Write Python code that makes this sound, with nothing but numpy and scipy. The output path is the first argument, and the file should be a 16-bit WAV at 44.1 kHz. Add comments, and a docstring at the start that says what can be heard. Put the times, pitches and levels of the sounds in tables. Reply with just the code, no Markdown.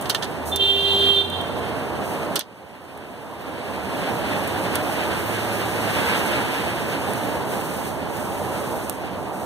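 """A wet residential street from a balcony: traffic swells and fades, tyres roaring and hissing as shaped noise.
Spray sizzles as flickering high noise, engines and a faint hum are gliding or steady tones, wind is low noise.
A car horn, a stack of partials, sounds once and rings between the houses; thin squeaks come and go.
A metal frame close to the microphone clacks a number of times, with ringing modes and noisy rattle;
the sharpest clacks push the recorder's gain down, and the street swells back slowly."""
import sys
import numpy as np
from scipy import signal
from scipy.fft import rfft, irfft, next_fast_len
from scipy.io import wavfile
from scipy.ndimage import uniform_filter1d, minimum_filter1d

SR = 44100
rng = np.random.default_rng(int(sys.argv[2]) if len(sys.argv) > 2 else 0)


def waveform_to_disk(signal):
    """Save audio, clipped to [-1, 1], as 16-bit WAV at the path in sys.argv[1]."""
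    frames = np.transpose(np.atleast_2d(signal))
    scaled = np.clip(frames, -1, 1) * 32767
    samples = np.round(scaled).astype(np.int16)
    wavfile.write(sys.argv[1], SR, samples)


N = 416744
T = np.arange(N) / SR

# swells of traffic: peak t/s, half-power time/s before reach, road roar level/dB, tyre hiss level/dB,
# spray level/dB (levels before the trims in tyres and spray)
TRAFFIC_SWELLS = [(.1, .4, -32.5, -41.5, -53.5), (1.7, .7, -28.7, -40.5, -53), (2.8, .5, -31, -38, -48),
                  (4.3, .7, -27.2, -34.8, -44.5), (4.72, .15, -31, -44, -52), (5.15, .3, -34, -35, -41),
                  (6.12, .55, -26, -28.8, -37.3), (7.3, .38, -28.2, -39.5, -45.5),
                  (8.56, .28, -28.7, -40.5, -49), (9.4, .13, -32.5, -51, -57)]
# steady traffic under them: road roar level/dB, tyre hiss level/dB, spray level/dB (before the same trims)
FAR_TRAFFIC = (-32.5, -47, -53)
# factor on the half-power time: roar, hiss, spray
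REACH = (1.05, .8, .95)
SWELL_FALLOFF = 1.4  # exponent; a higher one makes the far skirts of a swell fall faster


def traffic():
    """Gains of roar, hiss and spray: each swell's power rises and falls about its peak, over far traffic."""
    power = from_db(FAR_TRAFFIC)[:, None] ** 2
    for peak_s, half_s, *levels_db in TRAFFIC_SWELLS:
        away = (T - peak_s) / (half_s * np.array(REACH)[:, None])
        # the power is halved where away is 1 or -1
        falloff = (1 + away ** 2 * (2 ** (1 / SWELL_FALLOFF) - 1)) ** SWELL_FALLOFF
        power = power + from_db(levels_db)[:, None] ** 2 / falloff
    return np.sqrt(power)


# spectrum of the tread's roar: f/Hz, relative level/dB
ROAR_COLOUR = [(25, -39), (45, -21), (62, -11), (85, -1), (135, -5), (200, 0), (300, 0.5), (540, -0.5),
               (600, 1), (650, 0), (920, -1), (1250, -8.5), (1800, -18.5), (4000, -54)]
# spectrum of the wet hiss: f/Hz, relative level/dB
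HISS_COLOUR = [(600, -24), (1200, -4), (1550, 1), (2000, -2), (2600, .5), (3300, -6.7), (4200, -11.5),
               (5000, -15.5), (6200, -26), (9000, -19), (16000, -50)]


def tyres(roar, hiss, roar_db=0.0, hiss_db=2.5, sway_db=0.68, flutter_db=1.36):
    """Tread roars on the asphalt and hisses as it squeezes out the water film."""
    roar_gain = roar * from_db(roar_db + sway_db * drift(12))
    hiss_gain = hiss * from_db(hiss_db + flutter_db * drift(10.7))
    return roar_gain * noise(ROAR_COLOUR) + hiss_gain * noise(HISS_COLOUR)


# spectrum of the spray that follows the traffic: f/Hz, relative level/dB
SPRAY_COLOUR = [(2000, -18), (4000, -6), (5300, -3), (6500, -3), (8500, -.5), (11000, -2), (14000, -3.5),
                (15300, -6), (16000, -18)]
# spectrum of the brighter spells: f/Hz, relative level/dB
SIZZLE_COLOUR = [(2000, -20), (4000, -5), (5400, -6), (6500, -3.5), (8500, 0), (11000, -2), (14000, -4),
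                 (15300, -6.5), (16000, -18)]
# spells of high sizzle: start t/s, length/s, level/dB before the spray trim
SIZZLES = [(0, .2, -48), (.45, .033, -32.5), (2.02, .13, -42), (7.05, .2, -42), (7.45, .44, -40.5),
           (8.08, .87, -43), (9.31, .2, -46.5)]


def spray(thrown, level_db=.3, flutter_db=1.17, drops_per_s=120, drop_size=0.5, drop_s=0.00043):
    """A fine sizzle follows the traffic, with brighter spells; droplets stand out for about a millisecond."""
    spells = sum(from_db(db) * held(s, length, attack=.016, release=.035) for s, length, db in SIZZLES)
    drops = (rng.random(N) < drops_per_s / SR) * rng.exponential(drop_size, N)
    drop_decay = np.exp(-1 / (drop_s * SR))
    patter = rms_one(1 + signal.lfilter([1], [1, -drop_decay], drops + 1e-18))
    sizzle = thrown * noise(SPRAY_COLOUR) + spells * noise(SIZZLE_COLOUR)
    return from_db(level_db + flutter_db * drift(16)) * patter * sizzle


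# reflections from the balcony's walls and floor: delay t/s, level/dB
WALLS = [(.0067, -23), (0.0148, -16), (0.0263, -20.5)]


def balcony(x):
    """Nearby walls add short echoes, which ripple the spectrum."""
    echoes = sum(from_db(db) * np.pad(x, [(0, 0), (round(s * SR), 0)])[:, :N] for s, db in WALLS)
    return x + echoes


# swelling groups of horn partials: centre f/Hz -> (t/s, relative level/dB)
SWELLS = {398: [(.55, 3), (.62, 0), (.9, -1), (1.11, 2), (1.25, 0)], 2780: [(.55, 4), (.6, 1), (.78, 6),
          (.85, -1), (.9, 1), (.94, -6), (1.0, 2), (1.17, 2), (1.3, -2)], 3160: [(.57, -4), (.61, 6),
          (.66, 0), (.72, 3.5), (.79, -2), (.89, -.5), (1.04, -.5), (1.13, 3.5), (1.25, 1), (1.5, -1)],
          3560: [(.55, 2), (.6, -1), (.64, 5), (.76, 1), (.83, 1), (.96, -3), (1.02, 1), (1.14, 0),
          (1.19, 9), (1.27, -1), (1.33, 5), (1.48, 0)], 4010: [(.64, 6), (.72, 0), (.8, -1), (.92, 6),
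          (1.0, 1), (1.18, 4), (1.45, 2)]}


def swell(hz, t):
    """The loudest groups of horn partials swell and sink, each in its own way, as a gain over time."""
    curves = [curve for centre, curve in SWELLS.items() if abs(hz / centre - 1) < .03]
    return from_db(sum(np.interp(t, *np.transpose(curve)) for curve in curves))


# strong harmonics of the main horn: number, level/dB before the horn trim, left minus right level/dB
HORN = [(1, -28.7, -7), (2, -46, -2), (4, -61, -7), (5, -47.5, -4), (6, -43, -4), (7, -34, -3),
        (8, -21.5, -5.5), (9, -27, -1.5), (10, -43.5, -5), (11, -47, -2), (12, -53, -3), (19, -55, -4),
        (21, -53, -1), (22, -60, -5), (27, -56, -11), (28, -54, -15), (30, -56, -16), (31, -55, -12)]
# tones of its weaker companion: f/Hz, level/dB before the horn trim, left minus right level/dB
SECOND_HORN = [(2665, -46.5, -2), (2945, -52, -3), (3112, -33.5, -9), (3541, -39, -2), (3557, -35.5, -2),
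               (3811, -49, -4), (4002, -46, -4), (4024, -35.5, -4), (4447, -55, -3)]
# spectrum of the horn's rasp: f/Hz, relative level/dB
RASP_COLOUR = [(900, -35), (1500, -12), (2100, -13), (2700, -4), (3200, -11), (3600, -0.5), (4100, -12),
               (4700, -16), (7000, -26), (9000, -21), (12000, -22), (16000, -32)]
HORN_HZ, DIAPHRAGM_HZ = 397.8, 3580  # fundamental; the diaphragm's own resonance
BUZZ_DB, BUZZ_PAN_DB = -63, -5  # all other harmonics: level before the horn trim, left minus right
# one press: the diaphragm's resonance speaks at once, the other partials join at full voice
HORN_START_S, HORN_LENGTH_S, HORN_ATTACK_S, HORN_RELEASE_S = .512, .693, .005, .016
FULL_VOICE_S = 0.605
JITTER_S = 4.5e-6  # spread of the fast timing error; the slow one is twice as wide
WAVER_DB, WAVER_HZ, SMEAR_HZ = 1.3, 14, 22  # waver is reduced for low partials


def horn(level_db=2.2, ring_cycles=23, wet_db=-6.3, street_t60=1.2, echo_s=0.19, echo_blur_s=.04,
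         echo_db=-12, early_db=-16, rasp_db=-36.5, scatter_hz=1500, resonant_share=.08, count=36):
    """Two buzzing diaphragms have close partials that beat; house fronts return them smeared at each ear."""
    t = T[:int(2.3 * SR)]
    press = held(HORN_START_S, HORN_LENGTH_S, HORN_ATTACK_S, HORN_RELEASE_S, t)
    # power that lingers in the street, with one blurred echo
    keep = from_db(-120 / (street_t60 * SR))
    lingering = signal.lfilter([1 - keep], [1, -keep], press ** 2)
    echo = held(HORN_START_S + echo_s, HORN_LENGTH_S, echo_blur_s, echo_blur_s, t)
    diffuse = np.sqrt(from_db(wet_db) ** 2 * lingering + (from_db(echo_db) * echo) ** 2)
    # the contact breaker keeps uneven time, which roughens all partials together
    clock = t + JITTER_S * (drift(180, t) + 2 * drift(24, t))
    swelling = from_db(early_db * np.clip((FULL_VOICE_S - t) / .015, 0, 1))
    out = from_db(rasp_db) * (press * swelling + diffuse) * noise(RASP_COLOUR)[:, :len(t)]

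    strong = {round(k): (db, pan_db) for k, db, pan_db in HORN}
    harmonics = [(k * HORN_HZ, *strong.get(k, (BUZZ_DB, BUZZ_PAN_DB))) for k in range(1, count + 1)]
    for hz, db, pan_db in harmonics + SECOND_HORN:
        # short waves are scattered most by trees and moving air
        scatter = hz / (hz + scatter_hz)
        # low partials build up and die away more slowly
        ring_s = ring_cycles / hz
        voiced = held(HORN_START_S, HORN_LENGTH_S, HORN_ATTACK_S + ring_s, HORN_RELEASE_S + ring_s, t)
        phases = 2 * np.pi * rng.random() - np.arccos(port_comb(hz)) * np.array([[1], [0]])
        waver = from_db(WAVER_DB * scatter * drift(WAVER_HZ, t))
        direct = voiced * waver * np.exp(1j * phases)
        ears = np.array([drift(SMEAR_HZ, t) + 1j * drift(SMEAR_HZ, t) for ear in range(2)])
        smeared = ears * np.sqrt(scatter / 2)
        # the partials on the diaphragm's own resonance speak first
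        resonant = abs(np.log(hz / DIAPHRAGM_HZ)) < .05
        onset = swelling ** (resonant_share if resonant else scatter)
        tone = np.real((direct + diffuse * smeared) * np.exp(2j * np.pi * hz * clock))
        gain = np.sqrt(2) * from_db(db + level_db) * onset * swell(hz, t)
        out = out + gain * tone * panned(pan_db)
    return np.pad(out, [(0, 0), (0, N - len(t))])


# clacks close to the microphone: t/s, contact level/dB (peak at the right port), frame ring level/dB before
# the trims of modes and rattle, tilt of the modes in dB per octave, set by where the blow lands
CLACKS = [(.012, -17, -38, 0), (.023, -22, -42, 0), (.056, -40, -29, -5), (.092, -26, -32, 0),
          (.0965, -5, -14, -2), (.1005, -16, -20, -1), (.147, -11, -14.5, -4), (.2235, -32, -22, -4),
          (.2295, -30, -23, -4), (.242, -23, -29, -2), (.5605, -1.5, -22, 8), (1.3003, -18, -48, 0),
          (1.412, -21, -52, 0), (2.357, -3.5, -18, 5), (2.3595, -12, -19, 4), (2.367, -28, -27, -2),
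          (2.393, 12, -17, 4), (2.399, -10, -14, 4), (2.407, -13, -10.5, 1), (2.9757, -18, -48, 0),
          (4.4753, -16, -48, 0), (4.7555, -3.5, -24, -9), (7.1348, -18, -48, 0), (8.8968, -3, -36, -6)]
# modes of the hard contact: f/Hz, relative level/dB, t60/s
CONTACT = [(3150, -14, 0.004), (5800, -6, 0.0014), (8600, -1, 0.0018), (10600, 1.5, 0.0014),
           (12400, 2, .0014), (14200, 0, .0014)]
# modes of the frame: f/Hz, relative level/dB, t60/s
FRAME_MODES = [(1350, -4, .07), (1790, -1, .06), (2850, -1, .07), (3120, 2, .08), (3430, 4, .08),
               (3680, -1, .08), (4100, -1, .07), (4570, -3, .05), (5800, -1, .04), (6300, -2, .04)]
# spectrum of the loose rattle: f/Hz, relative level/dB
FRAME_COLOUR = [(200, -17), (800, -10), (1400, -2.5), (2200, -7.5), (3300, -1), (4500, -1), (6000, -6),
                (8000, -14), (16000, -37)]
# spectrum of the treble tick: f/Hz, relative level/dB
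TICK_COLOUR = [(2000, -20), (5000, -19), (8400, 7.5), (11000, 5), (14000, -5), (16000, -3)]
TICK_DB, TICK_FOLLOWS = -21, .45  # tick of a 0 dB contact; dB it gains per dB of contact
RATTLE_T60_S, RATTLE_DOUBLES_DB = .085, 30  # t60 for a 0 dB ring; it doubles for each such step in ring
AFTER_RING_DB, AFTER_RING_T60_S = -21, .17  # what lingers between the balcony's walls, relative to the rattle
FRAME_MID_HZ = 3700  # the modes tilt about this pitch


def clacks(tick_share=.9, rise_s=0.0006, pan_db=-10, modes_db=-7.5, rattle_db=-3.5, grain_db=2.,
           uneven_db=1.8):
    """A hard contact rings the frame's modes unevenly and shakes loose a gritty rattle; its treble dies first."""
    t = T[:SR // 2]
    contact = np.zeros(len(t))
    for k, (hz, db, t60) in enumerate(CONTACT):
        contact += (-1) ** k * from_db(db - 60 * t / t60) * np.sin(2 * np.pi * hz * t)
    contact /= np.abs(contact).max()
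    rise = 1 - np.exp(-t / rise_s)
    snaps, modes, rattles, ticks = np.zeros((4, N + len(t)))
    for s, contact_db, ring_db, tilt in CLACKS:
        tick_db = TICK_DB + TICK_FOLLOWS * contact_db
        rattle_t60 = RATTLE_T60_S * 2 ** (ring_db / RATTLE_DOUBLES_DB)
        span = slice(round(s * SR), round(s * SR) + len(t))
        snaps[span] += from_db(contact_db) * contact
        for hz, db, mode_t60 in FRAME_MODES:
            tilt_db = tilt * np.log2(hz / FRAME_MID_HZ)
            strength_db = ring_db + modes_db + db + tilt_db + uneven_db * rng.standard_normal()
            ringing = np.sin(2 * np.pi * (hz * t + rng.random()))
            modes[span] += rise * from_db(strength_db - 60 * t / mode_t60) * ringing
        decay = from_db(-60 * t / rattle_t60) + from_db(AFTER_RING_DB - 60 * t / AFTER_RING_T60_S)
        rattles[span] += rise * from_db(ring_db + rattle_db) * decay
        ticks[span] += rise * from_db(tick_db - 60 * t / (rattle_t60 * tick_share))
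    grit = rms_one(from_db(grain_db * drift(290)))
    loose = grit * (rattles[:N] * noise(FRAME_COLOUR, shared=.5) + ticks[:N] * noise(TICK_COLOUR))
    return (snaps + modes)[:N] * from_db([[pan_db], [0]]) + loose


# engines pulling: start t/s, length/s, firing rate f/Hz, its rise in Hz per s, level/dB (rms of the fundamental)
ENGINES = [(.33, 1.05, 79.5, 11, -37), (4.2, .5, 97, 9, -42), (5.15, .8, 106, 3, -39.5),
           (8.3, .25, 90, 0, -40)]
ENGINE_ATTACK_S, ENGINE_RELEASE_S = .1, .12


def engines(octave_db=-13, waver_db=1.3, wobble=0.012, pan_db=-4):
    """Each exhaust hums at its firing rate, steady or rising, with a weaker octave."""
    out = np.zeros(N)
    for s, length, hz, rise, db in ENGINES:
        rate = (hz + rise * np.clip(T - s, 0, length)) * (1 + wobble * drift(8.2))
        phase = 2 * np.pi * np.cumsum(rate) / SR
        level = held(s, length, ENGINE_ATTACK_S, ENGINE_RELEASE_S) * from_db(db + waver_db * drift(3.1))
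        out += level * (np.sin(phase) + from_db(octave_db) * np.sin(2 * phase))
    return np.sqrt(2) * out * panned(pan_db)


# thin, very high squeaks: t/s, level/dB (peak)
SQUEAKS = [(3.42, -48), (4.82, -45), (5.19, -48), (5.27, -41), (5.59, -43), (5.95, -49), (6.32, -49)]
SQUEAK_HZ = 14180


def squeaks(length_s=.025, wobble=.004, pan_db=-5):
    """Brief, unsteady whistles at the top of hearing."""
    level = sum(from_db(db) * np.exp(-((T - s) / length_s) ** 2) for s, db in SQUEAKS)
    phase = 2 * np.pi * np.cumsum(SQUEAK_HZ * (1 + wobble * drift(120))) / SR
    return level * np.sin(phase) * panned(pan_db)


HUM_START_S, HUM_LENGTH_S, HUM_HZ, HUM_DB = 4.85, .7, 339, -43


def hum(wobble=.003, pan_db=-3):
    """A faint, almost steady tone from down the street comes and goes in the traffic."""
    phase = 2 * np.pi * np.cumsum(HUM_HZ * (1 + wobble * drift(8))) / SR
    level = from_db(HUM_DB) * held(HUM_START_S, HUM_LENGTH_S, ENGINE_ATTACK_S, ENGINE_RELEASE_S)
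    return np.sqrt(2) * level * np.sin(phase) * panned(pan_db)


# spectrum of wind on the microphone: f/Hz, relative level/dB
WIND_COLOUR = [(25, -36), (38, -26), (52, -11), (80, 1.5), (180, 5.5), (300, -9), (600, 2), (2000, -60)]
# strength of the breeze at the microphone: t/s, level/dB
BREEZE = [(0, -43), (1.2, -39), (2.6, -43), (4.4, -38), (7.8, -36.5), (9.4, -40.5)]


def wind(gust_db=.8):
    """Wind touching the microphone makes lumpy low noise, separate at each port."""
    breeze_db = np.interp(T, *np.transpose(BREEZE))
    gusts = np.array([drift(2.6), drift(4)])
    return from_db(breeze_db + gust_db * gusts) * noise(WIND_COLOUR, shared=0)


COMB_HZ = 2490  # spacing of the in-phase bands


def port_comb(hz):
    """The microphone pair hears airborne sound in phase (1) and out of phase (-1) by turns along frequency."""
    return np.where(hz < COMB_HZ / 2, 1, -np.cos(2 * np.pi * hz / COMB_HZ))


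# likeness of the microphone's ports: f/Hz, strength (limited to 1)
LIKENESS = [(60, 0), (130, 0.34), (300, 0.5), (700, .87), (1200, 0.86), (6200, 1.65), (8400, 0.7),
            (10000, 0.33), (15000, 0.7)]
# balance of the microphone's ports: f/Hz, left minus right level/dB
BALANCE = [(60, -5), (200, -4), (700, -2.5), (1300, -2), (3500, -0.4), (6000, -1.5), (8100, -2.5),
           (10000, -4.5), (15000, -7.5)]


def noise(colour, shared=1):
    """Stereo noise of rms 1 at the microphone pair; `shared` (0-1) is how far the ports hear the same sound."""
    size = next_fast_len(N, True)
    hz = np.arange(size // 2 + 1) * SR / size
    mid, side = rfft(rng.standard_normal((2, size)))
    alike = shared * port_comb(hz) * np.clip(at_hz(LIKENESS, hz), 0, 1)
    pair = np.sqrt(1 + alike) * mid + np.sqrt(1 - alike) * side * [[1], [-1]]
    coloured = pair * panned(at_hz(BALANCE, hz)) * from_db(at_hz(colour, hz))
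    return rms_one(irfft(coloured, size)[:, :N])


def from_db(db):
    """Decibels to gain."""
    return 10 ** (np.asarray(db) / 20)


def rms_one(x):
    """Scale to unit power."""
    return x / np.sqrt(np.mean(np.abs(x) ** 2) + 1e-20)


def at_hz(points, hz):
    """Read a spectrum on a log-frequency axis."""
    freqs, values = np.transpose(points)
    return np.interp(np.log(np.maximum(hz, 1)), np.log(freqs), values)


def panned(pan_db):
    """Left and right gains of mean power 1."""
    gains = from_db(np.array([[.5], [-.5]]) * pan_db)
    return gains / np.sqrt(np.mean(gains ** 2, axis=0))


def drift(rate, t=T):
    """Smooth chance of spread 1 that changes about `rate` times a second."""
    grid = 2000  # points per second
    r = np.exp(-2 * np.pi * rate / grid)
    chance = rng.standard_normal(N * grid // SR + 2 * grid)
    # the first second lets the filter settle
    slow = signal.lfilter([1], [1, -2 * r, r * r], chance)[grid:]
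    return np.interp(t * grid, np.arange(len(slow)), rms_one(slow))


def held(start, length, attack, release, t=T):
    """Rise, hold and exponential release, with time constants in seconds."""
    since = np.maximum(t - start, 0)
    rise = 1 - np.exp(-np.minimum(since, length) / attack)
    return rise * np.exp(-np.minimum(np.maximum(since - length, 0) / release, 40))


def scene():
    """The street below and the small sounds on the balcony."""
    roar, hiss, thrown = traffic()
    street = balcony(tyres(roar, hiss) + spray(thrown))
    return street + wind() + engines() + hum() + horn() + clacks() + squeaks()


def gain_control(x, threshold_db=-6.0, recovery_db_per_s=11., attack_s=0.005):
    """A peak over the threshold pulls the gain down; it creeps back at a steady rate."""
    over = np.maximum(20 * np.log10(np.abs(x).max(axis=0) + 1e-9) - threshold_db, 0)
    recovery = recovery_db_per_s * T
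    reduction_db = np.maximum.accumulate(over + recovery) - recovery
    keep = np.exp(-1 / (attack_s * SR))
    return x * from_db(-signal.lfilter([1 - keep], [1, -keep], reduction_db))


def limiter(x, ceiling=0.62):
    """Catches the peaks that are too quick for the gain control."""
    allowed = np.minimum(1, ceiling / (np.abs(x).max(axis=0) + 1e-9))
    return x * uniform_filter1d(minimum_filter1d(allowed, size=25), size=25)


CUTOFF_HZ = 15600


def record(dry):
    """The recorder's gain control, limiter and steep top cut."""
    top_cut = signal.ellip(10, .2, 80, CUTOFF_HZ, fs=SR, output="sos")
    return signal.sosfilt(top_cut, limiter(gain_control(dry)))


dry = scene()
out = record(dry)
waveform_to_disk(out)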